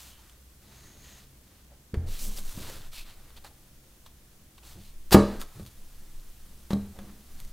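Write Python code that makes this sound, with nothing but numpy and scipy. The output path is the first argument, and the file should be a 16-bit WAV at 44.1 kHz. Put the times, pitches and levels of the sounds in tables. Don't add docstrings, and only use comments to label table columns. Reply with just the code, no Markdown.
import sys
import numpy as np
from scipy import signal
from scipy.fft import rfft, irfft
from scipy.io import wavfile
from scipy.ndimage import uniform_filter1d

SR = 44100
rng = np.random.default_rng(int(sys.argv[2]) if len(sys.argv) > 2 else 0)


def elevation(decibels):
    levels = np.asarray(decibels, float)
    return 10 ** (levels / 20)


def wrap_up_sound(samples):
    columns = np.atleast_2d(samples).T
    tamed = np.clip(columns, -1, 1)
    steps = np.round(tamed * 32767).astype(np.int16)
    wavfile.write(sys.argv[1], SR, steps)


N = 331632

# (start [s], length [s], weave scrape [dB], brightness [dB], card body over scrape [dB])
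STROKES = [(-.17, .33, -56, 0.5, -5.5), (0.086, 0.32, -69.5, -0.5, 1.5), (0.593, 0.47, -64, -4, -3),
           (0.973, 0.31, -59.5, -5, -6), (1.45, 0.23, -71.5, -5, -2), (2.059, 0.2, -52, -1.5, -9),
           (2.171, 0.14, -53, 7, -16), (2.27, 0.13, -56, 2.5, -7), (2.382, 0.29, -56, 2.5, -5.5),
           (2.551, 0.29, -52, -2, -4), (2.8, 0.1, -59, -2.5, -1), (2.915, 0.13, -49, -4.5, -14),
           (3.041, 0.11, -57, -7, -4), (3.097, 0.344, -70.5, -6, 2.5), (4.623, .155, -59, -1, -5.5),
           (4.76, 0.18, -62.5, -3, -12), (5.198, 0.23, -57.5, -5, 3), (5.504, 0.16, -67, 0, 1),
           (6.769, 0.099, -75.5, 0, 3.5), (6.958, 0.2, -71, -3.5, 3.5), (7.25, 0.318, -69.5, 1.5, -2)]
SNAGS = [
    (2.357, 0.063, -52.5, 4, -5.5),
    (2.666, .05, -54, -1, 1),
    (3.362, 0.034, -55, -11.5, -4),
    (3.439, 0.051, -56, -4.5, -0.5),
    (4.057, .03, -60, -5, -10),
    (4.577, .018, -61, -13, -6),
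    (5.396, 0.048, -52.5, 1, 0),
    (5.662, 0.034, -62, -1, -12),
    (7.384, 0.043, -64, -2, 2),
]
# (weave scrape [dB], brightness [dB], card body over scrape [dB])
GRIP = (-76, 3.4, 0.74)
# (from [s], to [s])
REST_RISE_TIMES = (4.9, 5.4)
REST_RISE_DB = 4
STROKE_SKEW, STROKE_ROUND = 0.85, 0.8
SNAG_SKEW, SNAG_ROUND = 0.63, 0.88
PRESS_SKEW, PRESS_ROUND = 0.45, 1.25
# (frequency [Hz], level [dB per Hz])
WEAVE = [(1700, -19.5), (2300, -5.5), (2700, -1), (4300, 1.5), (5000, -5.5), (6200, -40)]
# (frequency [Hz], level [dB per Hz])
CARD = [(350, -24.5), (600, -1.5), (1150, 2), (1900, -1.5), (2500, -14.5), (3200, -59)]
# (frequency [Hz], level [dB per Hz])
FIBRE = [(3900, -30), (5000, -6), (5700, -.5), (8000, -1.5), (9000, -6), (11000, -30)]
# (frequency [Hz], level [dB per Hz])
FIZZ = [(7200, -30), (9000, -6), (10200, -.5), (15500, -1.5), (17500, -20)]
FIZZ_SLOPE, FIZZ_DB = 1.05, 0
# (frequency [Hz], width [Hz], level [dB])
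THUMB = [(1930, 330, -72.), (6480, 450, -66.)]
# (time [s], level [dB])
THUMB_PRESS = [(.63, -22.5), (.68, -6), (.87, 5.5), (.96, -1.5), (1.06, 7.5), (1.19, 4), (1.24, -15)]

# (start [s], length [s], frequency [Hz],
# width [Hz], level [dB])
CREAKS = [(-0., 0.27, 3116, 260, -64.5), (1.68, 0.095, 603, 91, -61.5), (3.81, 0.11, 505, 40, -69),
          (5.412, 0.0223, 1261, 119, -46.5), (2.941, 0.1, 2580, 300, -53), (4.601, 0.089, 344, 40, -63),
          (6.728, 0.0117, 4000, 298, -40), (6.939, 0.056, 647, 400, -58), (7.082, 0.033, 900, 894, -59.5)]

# (time [s], level [dB])
SWAY = [(0, -60), (.5, -66), (1.15, -58.5), (1.5, -70), (1.9, -63), (2.05, -37), (2.25, -30.5), (2.6, -42),
        (2.96, -42.5), (3.5, -56.5), (4.6, -61.5), (4.9, -44.5), (5.35, -31.5), (5.6, -59), (5.95, -38),
        (6.6, -48.5), (7.25, -49), (7.52, -31.5)]
# (start [s], length [s], desk shudder [dB], main panel [dB], box walls [dB])
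PRESSES = [(0.612, 0.95, -59.5, -66, -67.5), (1.403, 0.33, -67.5, -65.5, -73),
           (2.007, 0.22, -47, -58.5, -53), (2.185, 0.4, -52.5, -52.5, -57.5), (2.533, 0.4, -49, -63, -53),
           (3.0, 1, -65.5, -73, -68), (4.37, 0.18, -63, -63, -85.5), (4.747, 0.11, -49.5, -63, -60.5),
           (5.25, 0.23, -54, -44.5, -45.5), (5.546, 0.155, -46, -56, -64), (5.773, 0.16, -62, -63, -69),
           (6.004, .15, -68.5, -62.5, -71), (6.46, 0.25, -63, -61, -74), (6.8, 0.19, -48, -52, -71),
           (6.938, 0.36, -59, -49.5, -61.5), (7.27, .4, -58.5, -63, -72)]
# (desk [dB], main panel [dB], box walls [dB])
MURMUR = (-67, -70, -73)
# (frequency [Hz], level [dB], time to fall 60 dB [s])
BOX = [(277.7, -7.5, 0.19), (310, -10.5, 0.16), (344.4, -13.5, 0.34), (360.5, 0, 0.085), (419, -5.5, 0.069),
       (437, -18.5, 0.41), (567, -17, .15), (697, -21.5, .3), (784, -17, 0.16), (872, -12.5, 0.12)]
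# (frequency [Hz], level [dB], time to fall 60 dB [s])
DESK = [(55.8, -22, 0.33), (84, -6, 0.33), (98, -14.5, 0.108), (126.3, -9.5, 0.3), (160.7, -11.5, 0.17)]
# (frequency [Hz], level [dB], time to fall 60 dB [s])
PANEL = [(201.3, 3, 0.32), (221.6, -7, 0.11)]

# (frequency [Hz], level [dB per Hz])
HISS = [(12, -44), (20, -0.5), (59, 3.5), (79, -8), (107, -19), (308, -12.5), (408, -19), (693, -22),
        (843, -28.5), (3500, -29.5), (3910, -32), (14100, -29), (15800, -31.5)]
HISS_DB = -61.5
# (time [s], level [dB])
HISS_DRIFT = [(0, 5), (1.3, 5), (1.9, 1), (3.2, 7), (4.4, 4), (5.3, 8), (7.6, 7.5)]
# (frequency [Hz], width [Hz], level [dB])
HUM = [(62.4, 3.1, -63.5), (132.2, 6.9, -67)]
# (frequency [Hz], level [dB per Hz])
APART = [(24, -34.5), (40, -6.5), (112, 0.5), (275, 0), (327, -0.5), (747, -1.5), (1060, -3), (11400, -4),
         (15800, -6)]
APART_DB = -65

# (time [s], peak [dB], colour [Hz], body over peak [dB], body frequency [Hz])
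TICKS = [(0.2962, -49.5, 3230, -15.5, 1500), (1.9415, -43.5, 4420, 14.5, 490),
         (2.375, -36.5, 5020, -31, 1440), (2.3854, -38.5, 3500, -0.5, 580), (2.6994, -42.5, 6680, 5, 563),
         (2.9307, -53.5, 4070, 7, 1240), (3.3044, -52.5, 3430, 1, 1213), (3.3662, -49.5, 2960, -13, 1170),
         (3.4461, -44, 4360, 4.5, 810), (4.0627, -48, 3770, 2, 1043), (4.581, -54.5, 2770, 2.5, 1074),
         (4.6339, -55, 2750, 3, 872), (5.4158, -38.5, 3688, -2, 1250), (5.5974, -52.5, 4120, 6, 557),
         (6.1973, -54.5, 3940, -16, 627), (6.989, -46.5, 3357, 9.5, 551)]
TICK_T60_S, SNAP_T60_S, BODY_T60_S = 0.045, 0.006, 0.018
SNAP_DB, EDGE_CLICK_DB = 4.5, -6.5

# (time [s], main panel [dB], box walls [dB], desk [dB], contact [ms])
PUSHES = [(1.934, -24.5, -57, -51, 4.86), (1.975, -27.5, -36, -22, 6.9), (2.575, -39.5, -32.5, -38, 4.5),
          (2.612, -54, -43, -38, 6.6), (4.807, -63, -57, -41, 6.3), (5.116, -46, -36, -43, 0.84),
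          (5.1465, -15, -6.5, -7.5, 0.49), (5.597, -44, -44.5, -55.5, 0.98), (5.633, -51, -62, -56, 5.4),
          (6.7338, -25.5, -29.5, -30, 2.1), (6.988, -50.5, -53, -54, 0.18)]
# (time [s], main panel [dB], box walls [dB], desk [dB], contact [ms])
PULLS = [
    (1.941, -34, -34.5, -30.5, 1.177),
    (1.968, -35, -48, -17.5, 7.9),
    (4.787, -46.5, -47.5, -55, 4.2),
    (5.123, -31, -31, -24, 0.73),
    (5.145, -12, -18.5, -21, 0.39),
    (5.608, -55, -61.5, -32.5, 4.7),
    (6.707, -30, -36, -58, 0.36),
    (6.732, -32.5, -29.5, -24, 0.87),
]
# (frequency [Hz], level [dB], time to fall 60 dB [s])
SLAP = [(1160, 4.5, 0.0091), (1700, -2.0, 0.0053), (494, 4.0, 0.022)]
# (frequency [Hz], level [dB])
CROWD = [(240, -21.5), (450, -22), (850, -23.5), (1300, -27), (1900, -25.5), (3200, -32.5)]
# (frequency [Hz], time to fall 60 dB [s])
CROWD_T60 = [(240, 0.38), (1000, 0.31), (3200, 0.2)]

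# (time [s], level [dB])
RIPS = [
    [(5.109, -33.5), (5.112, -45.5), (5.121, -24), (5.125, -19.5), (5.139, -22), (5.1445, -19.5),
     (5.15, -25), (5.165, -56.5)],
    [(6.703, -52), (6.707, -37.5), (6.718, -44.5), (6.729, -43), (6.732, -41), (6.74, -41)],
]
RIP_TOP_DB = [0, -5]
# (frequency [Hz], level [dB per Hz])
RIP_COLOUR = [(150, -32.5), (400, 6), (850, 6), (1300, 2.5), (2500, -2.5), (4200, 1.5), (6200, -3.5),
              (9000, -5), (15000, -4), (16500, -31.5)]
# (frequency [Hz], level [dB], time to fall 60 dB [s])
BLADE = [(3450, -5, .03), (4090, -1, .06), (4330, -4, .04)]

# (time [s], peak [dB], brightness [dB])
CLICKS = [
    (5.4153, -24, -2.5),
    (5.631, -45, -3),
    (5.6522, -43, -8),
    (5.6636, -34, -5),
    (7.3855, -45, -8),
    (7.3965, -44, -8),
    (7.402, -36, 5.5),
    (7.45, -48, 10),
]
# (frequency [Hz], level [dB], time to fall 60 dB [s])
CLICK_MODES = [(3500, -2, .006), (4600, 0, 0.0055), (6640, 1, .004), (9000, 2, .004), (12200, 1.5, .004)]

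# (frequency [Hz], time to fall 60 dB [s])
ROOM = [(150, 0.13), (500, 0.55), (1500, 0.67), (4000, 0.43), (9000, 0.36), (15000, 0.089)]


def evened(x):
    return x / np.sqrt(np.mean(x ** 2) + 1e-20)


def read(points, hz):
    f, value = np.transpose(points)
    return np.interp(np.log(hz + 1), np.log(f + 1), value)


def curve(points):
    return np.interp(np.arange(N) / SR, *np.transpose(points))


def add(mix, s, sound):
    part = mix[round(s * SR):][:len(sound)]
    part += sound[:len(part)]


def coloured(points, x):
    gain = elevation(read(points, np.fft.rfftfreq(len(x), 1 / SR)))
    return evened(irfft(rfft(x) * gain, len(x)))


def band(x, lo_hz, hi_hz):
    sos = signal.butter(2, [lo_hz, min(hi_hz, 0.45 * SR)], "band", fs=SR, output="sos")
    return evened(signal.sosfilt(sos, x))


def resonate(x, hz, width):
    return evened(signal.lfilter(*signal.iirpeak(hz, hz / width, SR), x))


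def ring(modes, seconds=0.52):
    t = np.arange(round(seconds * SR)) / SR
    return sum(elevation(db - 60 * t / t60) * np.sin(2 * np.pi * hz * t) for hz, db, t60 in modes)


def arches(rows, skew, roundness):
    start, length = np.transpose(rows)[:2, :, None]
    u = np.clip((np.arange(0, N, 32) / SR - start) / length, 0, 1)
    return abs(np.sin(np.pi * u ** skew)) ** roundness


def summed(arch, dbs, rest):
    power = np.interp(np.arange(N), np.arange(0, N, 32), elevation(dbs) ** 2 @ arch ** 2)
    return np.sqrt(power + rest ** 2)


def fibres(per_s, spread_db):
    clump = elevation(0.77 * evened(uniform_filter1d(rng.standard_normal(N), 500)))
    size = elevation(spread_db * np.minimum(rng.exponential(1, N), 4)) * rng.standard_normal(N)
    happens = rng.random(N) < per_s / SR
    return evened(clump * size * happens)


def gloves():
    slips = fibres(per_s=13000, spread_db=-0.5)
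    rows = np.array(STROKES + SNAGS + [(0, 1, *GRIP)])
    strokes = arches(STROKES, STROKE_SKEW, STROKE_ROUND)
    snags = arches(SNAGS, SNAG_SKEW, SNAG_ROUND)
    arch = np.vstack([strokes, snags])
    db, bright, card = rows.T[2:]
    grip = elevation(np.interp(np.arange(N) / SR, REST_RISE_TIMES, (0, REST_RISE_DB)))
    paths = [(WEAVE, db), (CARD, db + card), (FIBRE, db + bright),
             (FIZZ, db + FIZZ_SLOPE * bright + FIZZ_DB)]
    rub = np.zeros(N)
    for colour, dbs in paths:
        rub += summed(arch, dbs[:-1], grip * elevation(dbs[-1])) * coloured(colour, slips)
    sing = sum(elevation(db) * resonate(rng.standard_normal(N), hz, width) for hz, width, db in THUMB)
    return rub + elevation(curve(THUMB_PRESS)) * sing


def creaks():
    out = np.zeros(N)
    for s, length, hz, width, db in CREAKS:
        n = round(length * SR)
        add(out, s, elevation(db) * resonate(rng.standard_normal(n), hz, width) * np.hanning(n))
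    return out


def handling():
    force = rng.standard_normal((4, N))
    sway = band(band(band(force[0], 7, 24), 6, 26), 5, 30)
    shudder = resonate(force[1], DESK[1][0], 25) + 0.5 * band(force[1], 47, 146)
    panel = resonate(force[2], PANEL[0][0], 24)
    walls = evened(signal.fftconvolve(force[3], ring(BOX[:6]))[:N])
    walls = walls + 2.1 * band(force[3], 210, 540)
    arch = arches(PRESSES, PRESS_SKEW, PRESS_ROUND)
    pressed = np.zeros(N)
    for sound, dbs, still_db in zip((shudder, panel, walls), np.transpose(PRESSES)[2:], MURMUR):
        pressed += summed(arch, dbs, elevation(still_db)) * evened(sound)
    return elevation(curve(SWAY)) * sway + pressed


def floor():
    hiss = elevation(HISS_DB) * coloured(HISS, rng.standard_normal(N))
    low = uniform_filter1d(hiss, 15)
    hum = sum(elevation(db) * resonate(rng.standard_normal(N), hz, width) for hz, width, db in HUM)
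    hum += elevation(-59.5) * np.sin(2 * np.pi * HUM[0][0] * np.arange(N) / SR)
    return low + (hiss - low) * elevation(curve(HISS_DRIFT)) + hum


def ticks():
    out = np.zeros(N)
    t = np.arange(4000) / SR
    for s, db, hz, body_db, body_hz in TICKS:
        a, b = rng.standard_normal((2, len(t)))
        crack = evened(band(a, 2500, 11000) + 0.43 * resonate(a, hz, 750))
        crack += elevation(body_db) * evened(band(b, 490, 2140) + 0.87 * resonate(b, body_hz, 160))
        fall = elevation(-60 * t / TICK_T60_S) * np.minimum(t / 0.00091, 1)
        snap = ring([(hz, SNAP_DB, SNAP_T60_S), (body_hz, body_db, BODY_T60_S)], seconds=0.05)
        add(out, s, elevation(db - 8) * fall * crack)
        add(out, s, elevation(db) * snap)
        add(out, s, elevation(db + EDGE_CLICK_DB - 60 * t / SNAP_T60_S) * band(a, 5000, 14000))
    return out


def knocks():
    out = np.zeros(N)
    panel, box, desk, slap = ring(PANEL), ring(BOX), ring(DESK), ring(SLAP)
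    hz = np.sort(np.exp(rng.uniform(np.log(CROWD[0][0]), np.log(CROWD[-1][0]), size=70)))
    crowd = np.array([ring([mode]) for mode in zip(hz, read(CROWD, hz), read(CROWD_T60, hz))])
    blows = sorted([(*row, 1) for row in PUSHES] + [(*row, -1) for row in PULLS])
    spots = rng.standard_normal((len(blows), len(hz)))
    for (s, panel_db, box_db, desk_db, ms, way), spot in zip(blows, spots):
        force = np.hanning(max(round(ms * SR / 1000), 4))
        rings = elevation(panel_db) * panel
        rings = rings + elevation(box_db) * (box + slap + spot @ crowd)
        rings = rings + elevation(desk_db) * desk
        add(out, s, way * signal.fftconvolve(rings, force / force.sum()))
    return out


def rips():
    crackle = coloured(RIP_COLOUR, fibres(per_s=17000, spread_db=2))
    dull = uniform_filter1d(crackle, size=4)
    t = np.arange(N) / SR
    rip = np.zeros(N)
    for rows, top_db in zip(RIPS, RIP_TOP_DB):
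        level = elevation(np.interp(t, *np.transpose(rows), -200, -200))
        rip += (dull + elevation(top_db) * (crackle - dull)) * level
    return rip + elevation(-44) * signal.fftconvolve(rip, ring(BLADE))[:N]


def clicks():
    out = np.zeros(N)
    for s, db, bright_db in CLICKS:
        modes = []
        for hz, own_db, t60 in CLICK_MODES:
            octaves = np.log2(hz / CLICK_MODES[0][0])
            modes.append((hz, own_db + bright_db * octaves / 2, t60))
        add(out, s, elevation(db - 6.5) * ring(modes, seconds=0.02))
    return out


def room(x):
    taps = np.zeros((2, SR // 2))
    jitter = rng.integers(0, 20, (2, (SR // 2 - 201) // 20))
    at = np.arange(200, SR // 2 - 20, 20) + jitter
    np.put_along_axis(taps, at, rng.choice([-1., 1.], at.shape), 1)
    hz, t, z = signal.stft(taps, SR, nperseg=256)
    tail = signal.istft(z * elevation(-60 * t / read(ROOM, hz)[:, None]), SR, nperseg=256)[1]
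    return signal.fftconvolve(x[None], tail / np.linalg.norm(tail[0]), axes=1)[:, :N]


def scene():
    rub = gloves()
    sharp = creaks() + ticks() + rips() + clicks()
    blows = knocks()
    wet, wide = room(elevation(-12) * sharp + elevation(-23.5) * blows + elevation(-18.5) * rub)
    mid = sharp + rub + blows + wet + handling() + floor()
    side = elevation(APART_DB) * coloured(APART, rng.standard_normal(N))
    side += elevation(-22) * signal.lfilter([1, -0.8], [1], wide)
    return np.array([mid + side, mid - side])


def low_pass(x):
    return signal.sosfilt(signal.butter(12, 16180, fs=SR, output="sos"), x)


def record(dry):
    edge = signal.firwin(255, 15900, window=("kaiser", 7), fs=SR)
    overloaded = np.clip(dry, -1, 1)
    limited = signal.oaconvolve(overloaded, edge[None], "same")
    return low_pass(np.clip(limited, -1, 1))


dry = scene()
out = record(dry)
wrap_up_sound(out)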